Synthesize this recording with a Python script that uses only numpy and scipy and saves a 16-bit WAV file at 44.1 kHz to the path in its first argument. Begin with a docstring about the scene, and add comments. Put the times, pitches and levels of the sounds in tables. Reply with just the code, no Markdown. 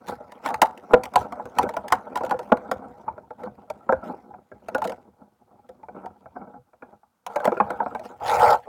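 """Hands shift small plastic toys and a stiff clear tray on the surface that holds the microphone.
From the start, knocks and short slides travel into the hollow casing: damped modes ring low and boxy.
Ticks and noise drive those modes; filtered noise adds treble cracks, and slow lumps the table's rumble.
After 5.7 s knocks ring the highest mode louder, and from 8.15 s the tray is dragged, with crackle in
the treble. The loudest knocks overload the input; a faint hiss lies below."""
import sys
import numpy as np
from scipy import signal
from scipy.fft import rfft, irfft
from scipy.io import wavfile
from scipy.ndimage import uniform_filter1d

SR = 44100
rng = np.random.default_rng(int(sys.argv[2]) if len(sys.argv) > 2 else 0)


def wrap_up_sound(samples):
    """Save the sound to the file named by the first command line argument, as 16-bit audio."""
    columns = np.atleast_2d(samples).T
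    # keep every value between -1 and 1, then stretch to whole-number steps
    tamed = np.clip(columns, -1, 1)
    steps = np.round(tamed * 32767).astype(np.int16)
    wavfile.write(sys.argv[1], SR, steps)


def volts(x):
    """Linear amplitude factor 10**(x/20) for a level x in dB, scalar or array-like."""
    e = np.asarray(x, float) / 20
    return 10 ** e


N = 382788

# Modes of casing and tray. Each row: nominal pitch in Hz, level in dB, decay time t60 in seconds.
CASING_MODES = [(216.6, -7.5, 0.088), (250.7, -5.5, 0.06), (383, -4, 0.04), (510, -6.5, 0.07),
                (623.8, -1, 0.035), (760, -8, 0.075), (860, 0, 0.044), (948, -1, 0.031), (1131, 0, 0.017),
                (1390.5, 7, 0.02), (1577, -10.5, 0.049), (1850, -11, 0.012), (2323, -11.5, 0.014)]
# Colour of thin plastic heard in the air. Each row: frequency in Hz, spectrum level in dB per Hz.
AIR_COLOUR = [(1060, -25), (1800, 3), (2330, -1), (3000, -8), (6470, -14), (16000, -23)]
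# Final drag of the tray. Each row: time in seconds, level through the casing in dB,
# crackle in the air in dB.
TRAY_DRAG = [(8.15, -86.5, -94), (8.21, -37.5, -60), (8.26, -29, -37.5), (8.32, -18.5, -32.5),
             (8.385, -23.5, -35), (8.42, -13.5, -34), (8.46, -15.5, -33), (8.545, -17.5, -37),
             (8.57, -31, -57), (8.62, -68, -69)]
# Bass against the rest of the rubbing. Each row: time in seconds, level in dB.
BASS_BALANCE = [(0, -5), (4.4, 3), (6.2, 3), (7.1, -2), (7.4, -18.5), (7.95, 0), (8.4, -13.5)]


def evened(x):
    """Scales to rms 1."""
    return x / np.sqrt(np.mean(x ** 2) + 1e-20)


def add(mix, s, sound):
    """Mixes a sound in at time s."""
    part = mix[round(s * SR):][:len(sound)]
    part += sound[:len(part)]


def coloured(x, points):
    """Filters x by a (Hz, dB) spectrum."""
    f, db = np.transpose(points)
    hz = np.fft.rfftfreq(len(x), 1 / SR)
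    gain_db = np.interp(np.log(hz + 1), np.log(f + 1), db)
    return irfft(rfft(x) * volts(gain_db), len(x))


def band(x, low_hz, high_hz, order):
    """Steep causal band-pass."""
    return signal.sosfilt(signal.butter(order, [low_hz, high_hz], "bandpass", fs=SR, output="sos"), x)


def curve(rows, order):
    """Gain at every sample from dB column number order of timed rows."""
    columns = np.transpose(rows)
    return volts(np.interp(np.arange(N) / SR, columns[0], columns[order]))


def wander(rows, s):
    """Slow chance of rms 1 that holds for about s seconds."""
    size = int(s * SR)
    smooth = uniform_filter1d(rng.standard_normal((rows, N)), size)
    return evened(uniform_filter1d(smooth, size))


def grit(per_s, spread_db, clump_db, clump_s):
    """Stick-slip ticks of uneven size that come in clumps."""
    ticks = rng.standard_normal(N) * (rng.random(N) < per_s / SR)
    size_db = spread_db * np.minimum(rng.exponential(1, N), 4)
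    clumps_db = clump_db * wander(1, clump_s)[0]
    return evened(ticks * volts(size_db + clumps_db))


def ring(t, weight_db, detune, rise_s):
    """The casing's answer to one blunt tick, a row a mode: dying sines, without deep bass or treble."""
    hz, db, t60 = np.transpose(CASING_MODES)[:, :, None]
    decay = volts(db + weight_db - 60 * t / t60)
    modes = decay * np.sin(2 * np.pi * hz * detune * t)
    build_up = (1 - np.exp(-t / rise_s)) ** 2  # a soft contact builds up slowly
    return band(modes * build_up, 190.0, 6800.0, order=2)


def motion():
    """Gains of rubbing and of crackle: fidgeting, each slide's swell, hold and fall, and the drag."""
    # Fingers fidgeting between the slides. Each row: time in seconds, level through the casing in dB.
    fidget_levels = [(0, -46.5), (0.42, -44), (1.1, -44), (1.7, -39), (2.12, -42), (2.4, -38), (2.95, -44),
                     (3.25, -56), (4.15, -44.5), (4.4, -57.5), (4.9, -40), (5.14, -68), (6.2, -52.5),
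                     (6.62, -75), (7.22, -82.5), (7.3, -36), (7.55, -34), (8.15, -42), (8.68, -50)]
    # Single slides of a hand, toy or tray edge. Each row: start in seconds, length in seconds,
    # level through the casing in dB, crackle in the air in dB against that.
    slides = [(0.085, 0.0037, -25, -11), (0.451, 0.032, -25.5, -19), (0.907, 0.036, -32.5, -27.5),
              (1.192, 0.021, -28.5, -19), (1.573, 0.064, -31, -22.5), (3.391, 0.061, -37.5, -31.5),
              (4.04, 0.066, -35.5, -23.5), (5.201, 0.031, -50.5, -38), (5.955, 0.09, -38.5, -44),
              (6.359, 0.18, -40.5, -47.5), (6.825, 0.12, -53.5, -31), (8.05, 0.005, -58, 7.5)]
    rise_db_per_s, fall_db_per_s = 1102, 451.5  # swell before the start, dying after the end
    fidget_crackle_db = -27  # what of the fidgeting is heard in the air

    t = np.arange(N) / SR
    fidget = curve(fidget_levels, order=1)
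    rubbing = fidget + curve(TRAY_DRAG, order=1)
    crackle = fidget * volts(fidget_crackle_db) + curve(TRAY_DRAG, order=2)
    for s, length, db, crackle_db in slides:
        near = slice(max(round((s - 1 / 5) * SR), 0), round((s + 1 / 2) * SR))
        before_db = rise_db_per_s * (s - t[near])
        after_db = fall_db_per_s * (t[near] - s - length)
        away_db = np.maximum(before_db, after_db)
        slide = volts(db - np.maximum(away_db, 0))
        rubbing[near] += slide
        crackle[near] += slide * volts(crackle_db)
    return rubbing, crackle


def room_floor():
    """Quiet room and input hiss: steady coloured noise."""
    # Each row: frequency in Hz, relative spectrum level in dB per Hz.
    room_colour = [(25, -25.5), (229, 4.5), (400, -7.5), (800, -2.5), (1500, -3.5), (1800, -17),
                   (16000, -21)]
    return volts(-74) * evened(coloured(rng.standard_normal(N), room_colour))


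def table(handling):
    """The table top shudders under all handling: low lumps that follow it loosely."""
    power = abs(uniform_filter1d(handling ** 2, size=SR // 16, origin=SR // 40))  # lags the hands
    effort = power ** 0.35
    lumps = band(grit(per_s=400., spread_db=1.5, clump_db=3, clump_s=.04), 58., 150., order=4)
    shudder = volts(-32.0) * effort * np.sqrt(curve(BASS_BALANCE, order=1))  # half the dB of the bass curve
    rumble = volts(-24) * np.roll(curve(TRAY_DRAG, order=1), -SR // 20)  # peaks a little ahead of the drag
    return (shudder + rumble) * evened(lumps)


def scrape(gain):
    """Clumped crackle of the thin tray, its colour drifting in patches as the sheet bends."""
    crackle = grit(per_s=3000.0, spread_db=2.2, clump_db=2.2, clump_s=0.004)
    z = signal.stft(coloured(crackle, AIR_COLOUR), nperseg=256)[2]
    patches = uniform_filter1d(rng.standard_normal(z.shape), size=4, axis=0)  # across frequency
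    patches = evened(uniform_filter1d(patches, size=14, axis=1))  # across time
    patchy = signal.istft(z * volts(4.9 * patches), nperseg=256)[1][:N]
    return gain * evened(patchy)


def rub(gain):
    """Sliding skin and plastic feed grit into the casing; as the contact moves, each mode swells on its own."""
    drag_hz, drag_focus_db = 903.6, -7  # the dragged edge favours modes near this pitch; dB per octave away
    modes = ring(np.arange(SR // 5) / SR, 0, 0.96, 0.0023)
    drag = curve(TRAY_DRAG, order=1)
    ticks = grit(per_s=900., spread_db=3, clump_db=4, clump_s=0.018)
    drive = ticks * volts(3 * wander(len(CASING_MODES), .025)) * (gain - drag)
    drive += rng.standard_normal(drive.shape) * drag  # the dragged edge slips densely and evenly
    drive[:3] *= curve(BASS_BALANCE, order=1)  # the three lowest modes carry the bass
    octaves = np.log2(np.transpose(CASING_MODES)[0][:, None] / drag_hz)
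    drive *= volts(drag_focus_db * (abs(octaves) - 0.45) * drag / gain)
    drive[-4:] *= 1.265 * gain ** 0.22  # harder rubbing is brighter
    response = modes / np.linalg.norm(modes.sum(0))
    return signal.oaconvolve(drive, response, axes=1).sum(0)[:N]


def knocks():
    """Each knock is a few ms of contact chatter: it rings the modes near its centre and cracks in the air."""
    # Knocks and snaps. Each row: time in seconds, peak of the ring in dB, centre of the ring in Hz,
    # peak of the treble crack in dB against the ring.
    knock_rows = [(0.32, -34, 776, -3.5), (0.46, -13.5, 940, -7.5), (0.488, -20.5, 890, -10.5),
                  (0.504, -21, 880, -14.5), (0.542, -18, 920, -2), (0.618, -2.5, 955, -3),
                  (0.624, 0.5, 894, -43.5), (0.776, -38.5, 453, 1), (0.935, 5.5, 566.6, -31),
                  (1.036, -25.5, 860, 0), (1.055, -29, 850, 0), (1.137, -25.5, 820, -12),
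                  (1.158, -2.5, 966, -10), (1.323, -24.5, 930, -11.5), (1.397, -18.5, 723, -49),
                  (1.455, -28, 510, -15), (1.586, -6.5, 836, -6), (1.63, -16, 475, -12.5),
                  (1.691, -21, 760, -5.5), (1.739, -25, 760, -15), (1.767, -14, 716, -15),
                  (1.882, -33.5, 800, 5.5), (1.903, -26, 920, -17), (1.923, -3, 965, -8.5),
                  (2.157, -13.5, 860, -10.5), (2.173, -18.5, 990, -9.5), (2.208, -19, 680, -22),
                  (2.235, -16, 530, -21), (2.249, -26.5, 640, -6.5), (2.263, -26, 800, -11.5),
                  (2.295, -24.5, 690, -10), (2.31, -11, 775, -16), (2.322, -11, 760, -31),
                  (2.341, -19.5, 514, -36), (2.391, -20.5, 670, -11), (2.43, -36.5, 710, -12.5),
                  (2.519, 0.5, 512, -33), (2.571, -29, 604, -7), (2.714, -10, 553, -12),
                  (3.08, -17, 860, -49), (3.179, -30, 537, -29.5), (3.306, -26, 626, -27),
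                  (3.435, -25.5, 506, -14), (3.701, -18.5, 658, -14), (3.891, -6.5, 624, -41.5),
                  (3.924, -7, 577, -30.5), (4.339, -31, 823, -53.5), (4.516, -31, 510, -35),
                  (4.685, -20.5, 631, -13.5), (4.748, -12, 710, -14), (4.781, -21, 534, -15),
                  (4.819, -15, 760, -18), (4.842, -23, 704, -8.5), (4.851, -16, 510, -15),
                  (4.874, -22, 510, -8.5), (4.896, -22, 557, -9.5), (4.92, -24.5, 742, -12),
                  (5.691, -34.5, 486, -12), (5.831, -32.5, 803, -26), (5.885, -29.5, 678, -33),
                  (6.059, -24, 700, -17), (6.258, -33, 644, -37), (6.732, -44.5, 506, -30),
                  (6.822, -31, 606, -34), (7.032, -45.5, 845, -48.5), (7.265, -20.5, 752, -8.5),
                  (7.36, -11.5, 713, -14.5), (7.402, -21.5, 565, -21.5), (7.445, -19, 700, -11.5),
                  (7.453, -10, 680, -11.5), (7.475, -5.5, 648, -25.5), (7.519, -13.5, 514, -29),
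                  (7.569, -17.5, 510, -60), (7.601, -5, 900, -33.5), (7.704, -16.5, 547, -18),
                  (7.802, -11, 725, -56), (7.861, -17.5, 760, -69), (7.949, -19.5, 680, -16.5),
                  (7.995, -29.5, 613, -10.5)]
    bright_from_s, bright_db = 5.7, 8  # from here knocks ring the highest mode louder

    out, t = np.zeros(N), np.arange(SR // 5) / SR
    modes_hz = np.transpose(CASING_MODES)[0][:, None]
    chance = rng.standard_normal((len(knock_rows), len(t) + 2 * len(CASING_MODES)))
    bounces = rng.integers(12, 50, len(knock_rows))  # samples to the reflection off the table
    for (s, db, hz, crack_db), row, bounce in zip(knock_rows, chance, bounces):
        noise = row[:len(t)]
        scatter, shift = row[len(t):].reshape(2, -1, 1)

        chatter = np.exp(-t / 0.0048) + 0.059 * np.exp(-t / 0.034)  # contact, then loose parts settling
        contact = noise * chatter * (1 - np.exp(-t / 0.0035))
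        contact = contact + 5.6 * (t == t[70])  # one firm tick stands out as the chatter builds up
        octaves = np.log2(modes_hz / hz)
        weight_db = -36 * np.minimum(octaves ** 2, .45) + 3.6 * scatter  # where it lands picks the modes
        weight_db[-1] += bright_db * (s > bright_from_s)
        response = ring(t, weight_db, 1 + 0.036 * shift, 0.00085).sum(0)
        body = signal.fftconvolve(contact, response)[:len(t)]

        grains = evened(uniform_filter1d(noise, size=90) ** 2)
        tail = 0.03 * np.exp(-t / 0.028) * grains  # grains settling
        puff = (np.exp(-t / 0.0035) + tail) * np.minimum(t / 0.0029, 1)
        crack = coloured(noise[::-1], AIR_COLOUR) * puff
        crack += .7 * np.roll(crack, bounce)

        body = body / abs(body).max()
        crack = volts(crack_db) * crack / abs(crack).max()
        add(out, s - .0015, volts(db) * (body + crack))
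    return out


def scene():
    """Knocks, sliding hands, the table and the room floor."""
    rubbing, crackle = motion()
    handling = knocks() + rub(rubbing) + scrape(crackle)
    return (handling + table(handling) + room_floor())[None]


def low_pass(x):
    """Removes everything above the highest recorded frequency."""
    return signal.sosfilt(signal.butter(12, 16830, fs=SR, output="sos"), x)


def record(dry):
    """The overloaded input clips with a firm but rounded knee."""
    top = volts(-2.9)  # clipping level
    clipped = dry / (1 + (dry / top) ** 8) ** (1 / 8)
    return low_pass(clipped)


dry = scene()
out = record(dry)
wrap_up_sound(out)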